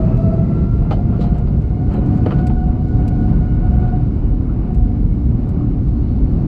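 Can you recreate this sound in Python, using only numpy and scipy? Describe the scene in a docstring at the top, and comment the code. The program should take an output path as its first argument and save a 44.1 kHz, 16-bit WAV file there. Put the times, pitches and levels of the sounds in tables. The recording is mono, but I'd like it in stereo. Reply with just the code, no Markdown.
"""Two turbofans finish spooling up and hold thrust, heard in an airliner cabin as the take-off roll begins.
Their exhaust roars through the fuselage, the fan blades whine, the shaft orders buzz and air hisses.
Under them the wheels rumble on the runway, and a cabin resonance booms during the spool-up.
The shaking cabin makes its panels knock and rattle and its plastic fittings click, creak and squeak."""
import sys
import numpy as np
from scipy.fft import rfft, irfft, next_fast_len
from scipy.io import wavfile
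from scipy.ndimage import map_coordinates

SR = 44100
rng = np.random.default_rng(int(sys.argv[2]) if len(sys.argv) > 2 else 0)


def master_out(mix):
    """Clip the mix to full scale and print it as 16-bit PCM to the path in sys.argv[1]."""
    frames = np.transpose(np.atleast_2d(mix))
    ceiling = np.clip(frames, -1, 1)
    pcm = np.round(ceiling * 32767).astype(np.int16)
    wavfile.write(sys.argv[1], SR, pcm)


N = 285327
TIME = np.arange(N) / SR

# Fader ride shared by roar, rush and hiss, taken about its average: t/s, level/dB
ENGINE_RIDE = [(0.0, -42.5), (0.34, -43.5), (0.74, -46), (1.22, -46), (1.42, -46), (1.66, -47.5),
               (2.38, -43), (2.61, -47), (2.79, -47.5), (3.3, -43.5), (3.49, -47.5), (3.84, -44.5),
               (4.03, -47.5), (4.47, -48.5), (6.23, -48), (6.47, -46)]
# Tone colours of the low roar, the midrange rush and the top-end hiss: f/Hz, level/dB
ROAR_EQ = [(40, -42.5), (80, -5.5), (112, 2), (165, -3), (215, -6), (245, -10), (272, -15), (320, -16.5),
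           (400, -20.5), (470, -27), (700, -44.5), (2000, -100)]
RUSH_EQ = [(150, -32.5), (400, 8.5), (560, 10.5), (740, 5.5), (860, 2.5), (1200, -1.5), (1450, -7.5),
           (1650, -11), (1900, -13.5), (2250, -13.5), (3000, -19), (3300, -36), (6000, -64)]
HISS_EQ = [(1000, -16), (2700, -5.5), (3400, -2.5), (4000, 0), (4750, -2), (5400, -7), (7500, -11),
           (9500, -13), (12000, -19.5), (14000, -32)]
def engine_airflow():
    """Exhaust roar, the rush of the fan stream and air hiss, all dulled by the fuselage."""
    ride_db = swing(ENGINE_RIDE)
    roar = coloured(ROAR_EQ, amp(-17 + 0.98 * ride_db))
    rush = coloured(RUSH_EQ, amp(-40.5 + ride_db + 1.5 * wobble(9.9)))
    hiss = coloured(HISS_EQ, amp(-63 + ride_db + 0.92 * wobble(13)))
    return roar + rush + hiss


START_HZ, PEAK_HZ, HOLD_HZ = 638, 734, 727
SPOOL_S, SPOOL_LAG_S, SETTLE_LAG_S = 2.3, 1.6, 1.1
def fan_speed():
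    """Blade-passing rate in Hz: it eases up to a small overshoot, then slowly settles."""
    climb = np.expm1(-TIME / SPOOL_LAG_S) / np.expm1(-SPOOL_S / SPOOL_LAG_S)
    settle = np.exp(-(TIME - SPOOL_S) / SETTLE_LAG_S)
    climbing_hz = START_HZ + (PEAK_HZ - START_HZ) * climb
    settling_hz = HOLD_HZ + (PEAK_HZ - HOLD_HZ) * settle
    return np.where(TIME < SPOOL_S, climbing_hz, settling_hz)


def fans():
    """The engines' pitched layers, all locked to the fan speed."""
    blade_hz = fan_speed()
    turns = np.cumsum(blade_hz) / SR + .017 * wobble(24)  # turbulence makes the phase wander
    thrust = np.clip((blade_hz - 660) / 65, 0, 1)
    return blade_whine(turns, thrust) + shaft_buzz(turns, blade_hz) + core_hum(turns, thrust)


# The blade tone and its octave swell and fade in the cabin: t/s, level/dB
WHINE_RIDE = [(0.0, -22.5), (0.11, -38.5), (0.22, -28.5), (0.35, -28), (0.5, -38), (0.8, -42), (1.0, -42),
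              (1.38, -39), (1.48, -50), (1.9, -38.5), (2.42, -36), (2.56, -32.5), (2.8, -41), (3.0, -36.5),
              (3.27, -37), (3.55, -43.5), (3.8, -33.5), (3.95, -36.5), (4.1, -47), (4.5, -50),
              (4.82, -39.5), (5.12, -57), (5.4, -49.5), (6.46, -49)]
OCTAVE_RIDE = [(0.0, -48), (0.4, -46.5), (0.8, -49), (0.95, -56), (1.35, -51), (1.6, -60), (2.4, -48),
               (2.75, -53.5), (3.0, -53), (3.2, -48), (3.5, -51), (3.9, -46.5), (4.08, -58.5), (4.7, -63.5),
               (6.46, -64)]
# Upper partials: multiple of the blade rate, spooling level/dB, full-thrust level/dB
BLADE_PARTIALS = [(3, -68, -66), (4, -73, -72), (5, -88, -80), (6, -90, -79), (7, -76, -86)]
# One partial flares for a moment: multiple of the blade rate, t/s, half length/s, level/dB
PARTIAL_FLARES = [(3, 0.48, .06, -61), (4, 0.14, .11, -65), (6, 6.13, .17, -75)]
def blade_whine(turns, thrust):
    """Passing blades sing a tone, its octave and a sheen; the faster far fan beats against the near."""
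    near = blade_tone(turns, scatter=.025, flutter_rate=45)
    far = amp(-23) * blade_tone(1.008 * turns, scatter=.025, flutter_rate=45)
    fundamental = amp(curve(WHINE_RIDE)) * unit(near + far)
    octave = amp(curve(OCTAVE_RIDE)) * blade_tone(2 * turns, scatter=.18, flutter_rate=45)
    follow_db = 0.33 * swing(OCTAVE_RIDE)
    sheen = 0
    for k, spooling_db, full_db in BLADE_PARTIALS:
        level_db = spooling_db + (full_db - spooling_db) * thrust + follow_db + 1.5 * wobble(7)
        flare = swells(row[1:] for row in PARTIAL_FLARES if row[0] == k)
        sheen += (amp(level_db) + flare) * blade_tone(k * turns, scatter=.4, flutter_rate=35)
    return fundamental + octave + sheen


def blade_tone(turns, scatter, flutter_rate):
    """One blade tone: a narrow wavering line on a broad skirt of turbulence."""
    skirt = amp(0.5) * np.sqrt(scatter) * tone(turns, scatter=1, flutter_rate=240)
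    return unit(tone(turns, scatter, flutter_rate) + skirt)


# The buzz at held thrust: multiple of the shaft rate, level/dB
SHAFT_ORDERS = [(6, -33), (7, -33.5), (8, -31.5), (9, -39), (10, -44.5), (11, -54)]
# Fader ride on top, opening as the fan nears full speed: t/s, level/dB
BUZZ_RIDE = [(0, -12), (1.2, -9), (1.75, -4.5), (2.2, 2.5), (2.75, -1), (3.25, 1.5), (4.3, 0), (6.0, 0.5),
             (6.46, 2.5)]
def shaft_buzz(turns, blade_hz, blades=20):
    """Unequal blades buzz at multiples of the shaft rate, sweeping through the cabin's resonances."""
    orders, order_db = np.transpose(SHAFT_ORDERS)
    buzz = 0
    for k in orders:
        level_db = np.interp(k * blade_hz / HOLD_HZ, orders, order_db)  # the cabin ties level to pitch
        buzz += amp(level_db) * tone(k * turns / blades, scatter=.14, flutter_rate=8)
    return amp(curve(BUZZ_RIDE)) * buzz


def core_hum(turns, thrust, held_hz=238):
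    """The core shaft's hum fades in with thrust."""
    return amp(-36) * thrust * tone(turns * held_hz / HOLD_HZ, scatter=.5, flutter_rate=4)


# Sub-heavy colour of the wheels: f/Hz, level/dB
WHEEL_EQ = [(8, -37), (16, -24.5), (28, -10), (42, 1), (53, -4.5), (64, 2), (78, -9.5), (100, -12.5),
            (160, -47.5), (400, -100)]
# Their fader ride: t/s, level/dB
WHEEL_RIDE = [(0, -17.5), (1.0, -18), (2.1, -17), (3.3, -15.5), (4.6, -17.5), (5.2, -15), (5.7, -16),
              (6.47, -16)]
def wheel_rumble():
    """Wheels rolling over the runway lay down a deep bed."""
    return coloured(WHEEL_EQ, amp(curve(WHEEL_RIDE)))


# Boxy colour of the boom: f/Hz, level/dB
BOOM_EQ = [(80, -69.5), (145, -3), (172, 2), (225, -12), (290, -13.5), (360, -14), (470, -25), (800, -75)]
# Its fader ride: t/s, level/dB
BOOM_RIDE = [(0, -24), (0.58, -20), (0.85, -29), (1.3, -27), (1.6, -42.5), (6.47, -56.5)]
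def cabin_boom():
    """A cabin resonance booms while the engines spool up."""
    return coloured(BOOM_EQ, amp(curve(BOOM_RIDE)))


# Panel hits: t/s, clack level/dB, clatter level/dB, body level/dB, spot f/Hz, spot level/dB
PANEL_KNOCKS = [(0.9084, -35, -44.5, -19, 720, -19), (0.916, -48, -56, -30, 3080, -39),
                (0.93, -49, -51, -30, 560, -26), (1.2083, -43, -48.5, -35, 1120, -36),
                (1.2397, -48, -51, -32, 697, -33), (1.471, -52, -62, -38, 4700, -60),
                (2.2596, -36.5, -55, -22, 460, -19), (2.3066, -37, -57, -27, 1270, -28),
                (2.318, -41.5, -62, -30, 330, -22), (2.385, -45, -55, -31, 430, -27),
                (2.4972, -47, -62, -30, 820, -34)]
# Colours of a panel's dry clack and of its edge's bright clatter: f/Hz, level/dB
CLACK_EQ = [(700, -10), (1300, 7.5), (1800, 1), (2500, 1.5), (2850, 0), (3100, 2), (3450, -13), (4600, -9),
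            (5200, -22), (7000, -28), (12000, -45), (14000, -60)]
CLATTER_EQ = [(2000, -16), (3200, -2.5), (4000, 3.5), (4700, -0.5), (5300, -8.5), (7000, -12),
              (9000, -17.5), (12000, -26.5), (14000, -48)]
# The panel's hollow body: f/Hz, width/Hz, level/dB
PANEL_MODES = [(430, 110, 0), (616, 100, 1), (735, 90, 1), (820, 130, 1), (1050, 100, -7), (1290, 130, -8),
               (2980, 100, -24.5)]
def panel_knocks():
    """Loose panels knock: clack and clatter over a hollow body and the ring of the struck spot."""
    times, clack_db, clatter_db, body_db, spot_hz, spot_db = np.transpose(PANEL_KNOCKS)
    rattle = unit(amp(2.5 * wobble(320)))

    def struck(dbs, t60):
        """Envelope of the contact's crack and the panel's rattling tail."""
        crack = blows(times, dbs + 1, t60=.035, attack=.0004)
        tail = blows(times, dbs, t60, attack=.0004) * rattle
        return np.hypot(crack, tail)

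    clack = coloured(CLACK_EQ, struck(clack_db, t60=.125))
    clatter = coloured(CLATTER_EQ, struck(clatter_db, t60=.16))
    body = ringing(PANEL_MODES, blows(times, body_db, t60=.077, attack=.0003))
    rings = sum(spot_ring(s, db, hz, t60=.11) for s, db, hz in zip(times, spot_db, spot_hz))
    return clack + clatter + body + rings


# Soft hits: t/s, level/dB, f/Hz
PANEL_BUMPS = [(0.973, -25, 656), (1.135, -40, 1300), (1.189, -26, 520), (1.975, -23, 425),
               (2.258, -16, 215), (4.485, -43, 1300), (5.035, -42, 950), (5.606, -39, 1210)]
def panel_bumps():
    """A soft bump stirs only one spot of a panel."""
    return sum(spot_ring(s, db, hz, t60=.17) for s, db, hz in PANEL_BUMPS)


def spot_ring(s, db, hz, t60):
    """The rough, short ring of one spot of a panel."""
    return blows([s], [db], t60, attack=.0037) * tone(hz * TIME, scatter=.95, flutter_rate=300)


# Click cues, before make-up gain: t/s, level/dB
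FITTING_CLICKS = [(0.169, -49), (0.334, -57), (1.3806, -50.5), (1.6163, -55), (1.934, -51.5),
                  (2.058, -52.5), (2.172, -52), (2.4672, -38.5), (2.882, -56), (3.0767, -40), (4.7434, -51),
                  (5.4882, -50), (5.884, -54)]
# Brittle colour of the plastic: f/Hz, level/dB
PLASTIC_EQ = [(800, -16), (2400, 5), (3400, -3), (4400, 2.5), (5400, -5), (7400, -1), (7950, 3),
              (8500, -7.5), (11000, -3), (13800, -11), (15500, -31)]
def fitting_clicks(makeup_db=7.5):
    """Shaken plastic fittings give short, bright clicks."""
    times, dbs = np.transpose(FITTING_CLICKS)
    return amp(makeup_db) * coloured(PLASTIC_EQ, blows(times, dbs, t60=.042, attack=.004))


# Creak cues, before each layer's gain: t/s, half length/s, level/dB
TRIM_CREAKS = [(0.415, 0.13, -64.5), (1.146, 0.049, -55.5), (1.261, 0.031, -53), (1.37, 0.028, -52.5),
               (1.94, 0.027, -46), (1.998, 0.033, -59), (2.308, 0.082, -53.5), (6.137, 0.044, -60)]
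def trim_creaks():
    """Trim rubs in short, grainy slips that sound the panel and the plastic."""
    slips = swells(TRIM_CREAKS) * unit(amp(2.4 * np.tanh(wobble(200))))
    rub = coloured(CLACK_EQ, amp(-2) * slips)
    edge = coloured(PLASTIC_EQ, amp(-14) * slips)
    body = ringing(PANEL_MODES, amp(12) * slips)
    return rub + edge + body


# Squeak cues: t/s, half length/s, f/Hz at the peak, glide/(Hz/s), level/dB
TRIM_SQUEAKS = [(1.262, 0.02, 4120, -500, -62), (1.35, .02, 4280, 0, -65), (1.968, .03, 4000, -4500, -59.5)]
def trim_squeaks():
    """Where the trim sticks it gives a thin, rough squeak."""
    squeaks = 0
    for s, half, hz, glide, db in TRIM_SQUEAKS:
        turns = hz * (TIME - s) + glide * (TIME - s) ** 2 / 2
        squeaks += amp(db) * swell(s, half) * tone(turns, scatter=.7, flutter_rate=260)
    return squeaks


# Faint rattle cues: t/s, half length/s, level/dB
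EDGE_RATTLES = [(1.222, .014, -51), (3.875, .018, -61), (5.88, .05, -68), (6.13, .09, -64)]
def edge_rattles():
    """A loose edge chatters lightly in tiny, irregular contacts."""
    chatter = unit(amp(6 * np.tanh(wobble(110))))
    return coloured(CLATTER_EQ, swells(EDGE_RATTLES) * chatter)


# Stereo width of every noise layer: f/Hz, side level/dB relative to mid
STEREO_WIDTH = [(30, -74), (85, -62.5), (170, -36), (340, -33), (700, -21.5), (1400, -13), (2800, -9.5),
                (4800, -3.5), (6500, -1), (9000, 5), (13000, 8)]
def noise(gain, drive):
    """Stereo noise of rms drive, shaped by gain: mono in the bass, wide in the treble."""
    def response(hz):
        width = amp(along(STEREO_WIDTH, hz))
        shape = gain(hz)
        rms = np.sqrt(np.mean(np.abs(shape) ** 2) * (1 + width ** 2))
        return shape / rms * np.array([np.ones_like(width), width])
    mid, side = filtered(drive * rng.standard_normal((2, N)), response)
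    return np.array([mid + side, mid - side])


def coloured(eq, drive):
    """Noise whose colour comes from eq and whose level comes from drive."""
    return noise(lambda hz: amp(along(eq, hz)), drive)


def ringing(modes, drive):
    """Resonances of alternating polarity stirred by noise, rolled off above 3500 Hz."""
    def response(hz):
        peaks = sum((-1) ** k * amp(db) * 1j * hz * width / (centre ** 2 - hz ** 2 + 1j * hz * width)
                    for k, (centre, width, db) in enumerate(modes))
        return peaks / (1 + (hz / 3500) ** 4)
    return noise(response, drive)


def tone(turns, scatter, flutter_rate):
    """A tone of rms 1 with the share scatter of its power spread into a fluttering skirt."""
    skirt = unit(wobble(flutter_rate) + 1j * wobble(flutter_rate))
    carrier = np.exp(2j * np.pi * (turns + rng.random()))
    return unit(np.real((np.sqrt(1 - scatter) + np.sqrt(scatter) * skirt) * carrier))


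def blows(times, dbs, t60, attack):
    """Joint envelope of hits that rise fast and fall 60 dB in t60 seconds."""
    power = np.zeros(N + SR)
    t = np.arange(SR // 2) / SR
    for s, db in zip(times, dbs):
        envelope = amp(db - 60 * t / t60) * (1 - np.exp(-t / attack))
        power[round(s * SR):][:len(t)] += envelope ** 2
    return np.sqrt(power[:N])


def swell(s, half):
    """A smooth rise and fall around time s."""
    return np.exp(-((TIME - s) / half) ** 2 / 2)


def swells(cues):
    """Joint envelope of one swell per cue."""
    return sum(amp(db) * swell(s, half) for s, half, db in cues)


def curve(ride):
    """A fader ride in dB, one value per sample."""
    return np.interp(TIME, *np.transpose(ride))


def swing(ride):
    """A fader ride in dB about its own average."""
    db = curve(ride)
    return db - db.mean()


def wobble(rate):
    """A smooth random curve with rate knots a second."""
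    return map_coordinates(rng.standard_normal(int(N * rate / SR) + 4), [TIME * rate])


def along(points, hz):
    """An EQ curve read on a log frequency axis."""
    f, db = np.transpose(points)
    return np.interp(np.log(hz + 1), np.log(f + 1), db)


def filtered(x, response):
    """x through a frequency response."""
    size = next_fast_len(N + SR // 2)
    return irfft(rfft(x, size) * response(np.fft.rfftfreq(size, 1 / SR)), size)[..., :N]


def amp(db):
    """Decibels to gain."""
    return 10 ** (np.asarray(db) / 20)


def unit(x):
    """x at rms 1."""
    return x / np.sqrt(np.mean(x ** 2) + 1e-20)


def scene():
    """The mix from a window seat."""
    bed = wheel_rumble() + cabin_boom()
    engines = engine_airflow() + fans()
    panels = panel_knocks() + panel_bumps()
    fittings = fitting_clicks() + trim_creaks() + trim_squeaks()
    return engines + bed + panels + fittings + edge_rattles()


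def record(dry, ceiling=.8, fade_s=.004, top_hz=15000):
    """Master chain: soft-clip the highest peaks, ease in and out, cut the very top."""
    rounded = dry / (1 + np.abs(dry / ceiling) ** 6) ** (1 / 6)
    ease = np.interp(TIME, [0, fade_s, N / SR - fade_s, N / SR], [0, 1, 1, 0])
    return filtered(rounded * np.sin(np.pi / 2 * ease) ** 2, lambda hz: hz < top_hz)


dry = scene()
out = record(dry)
master_out(out)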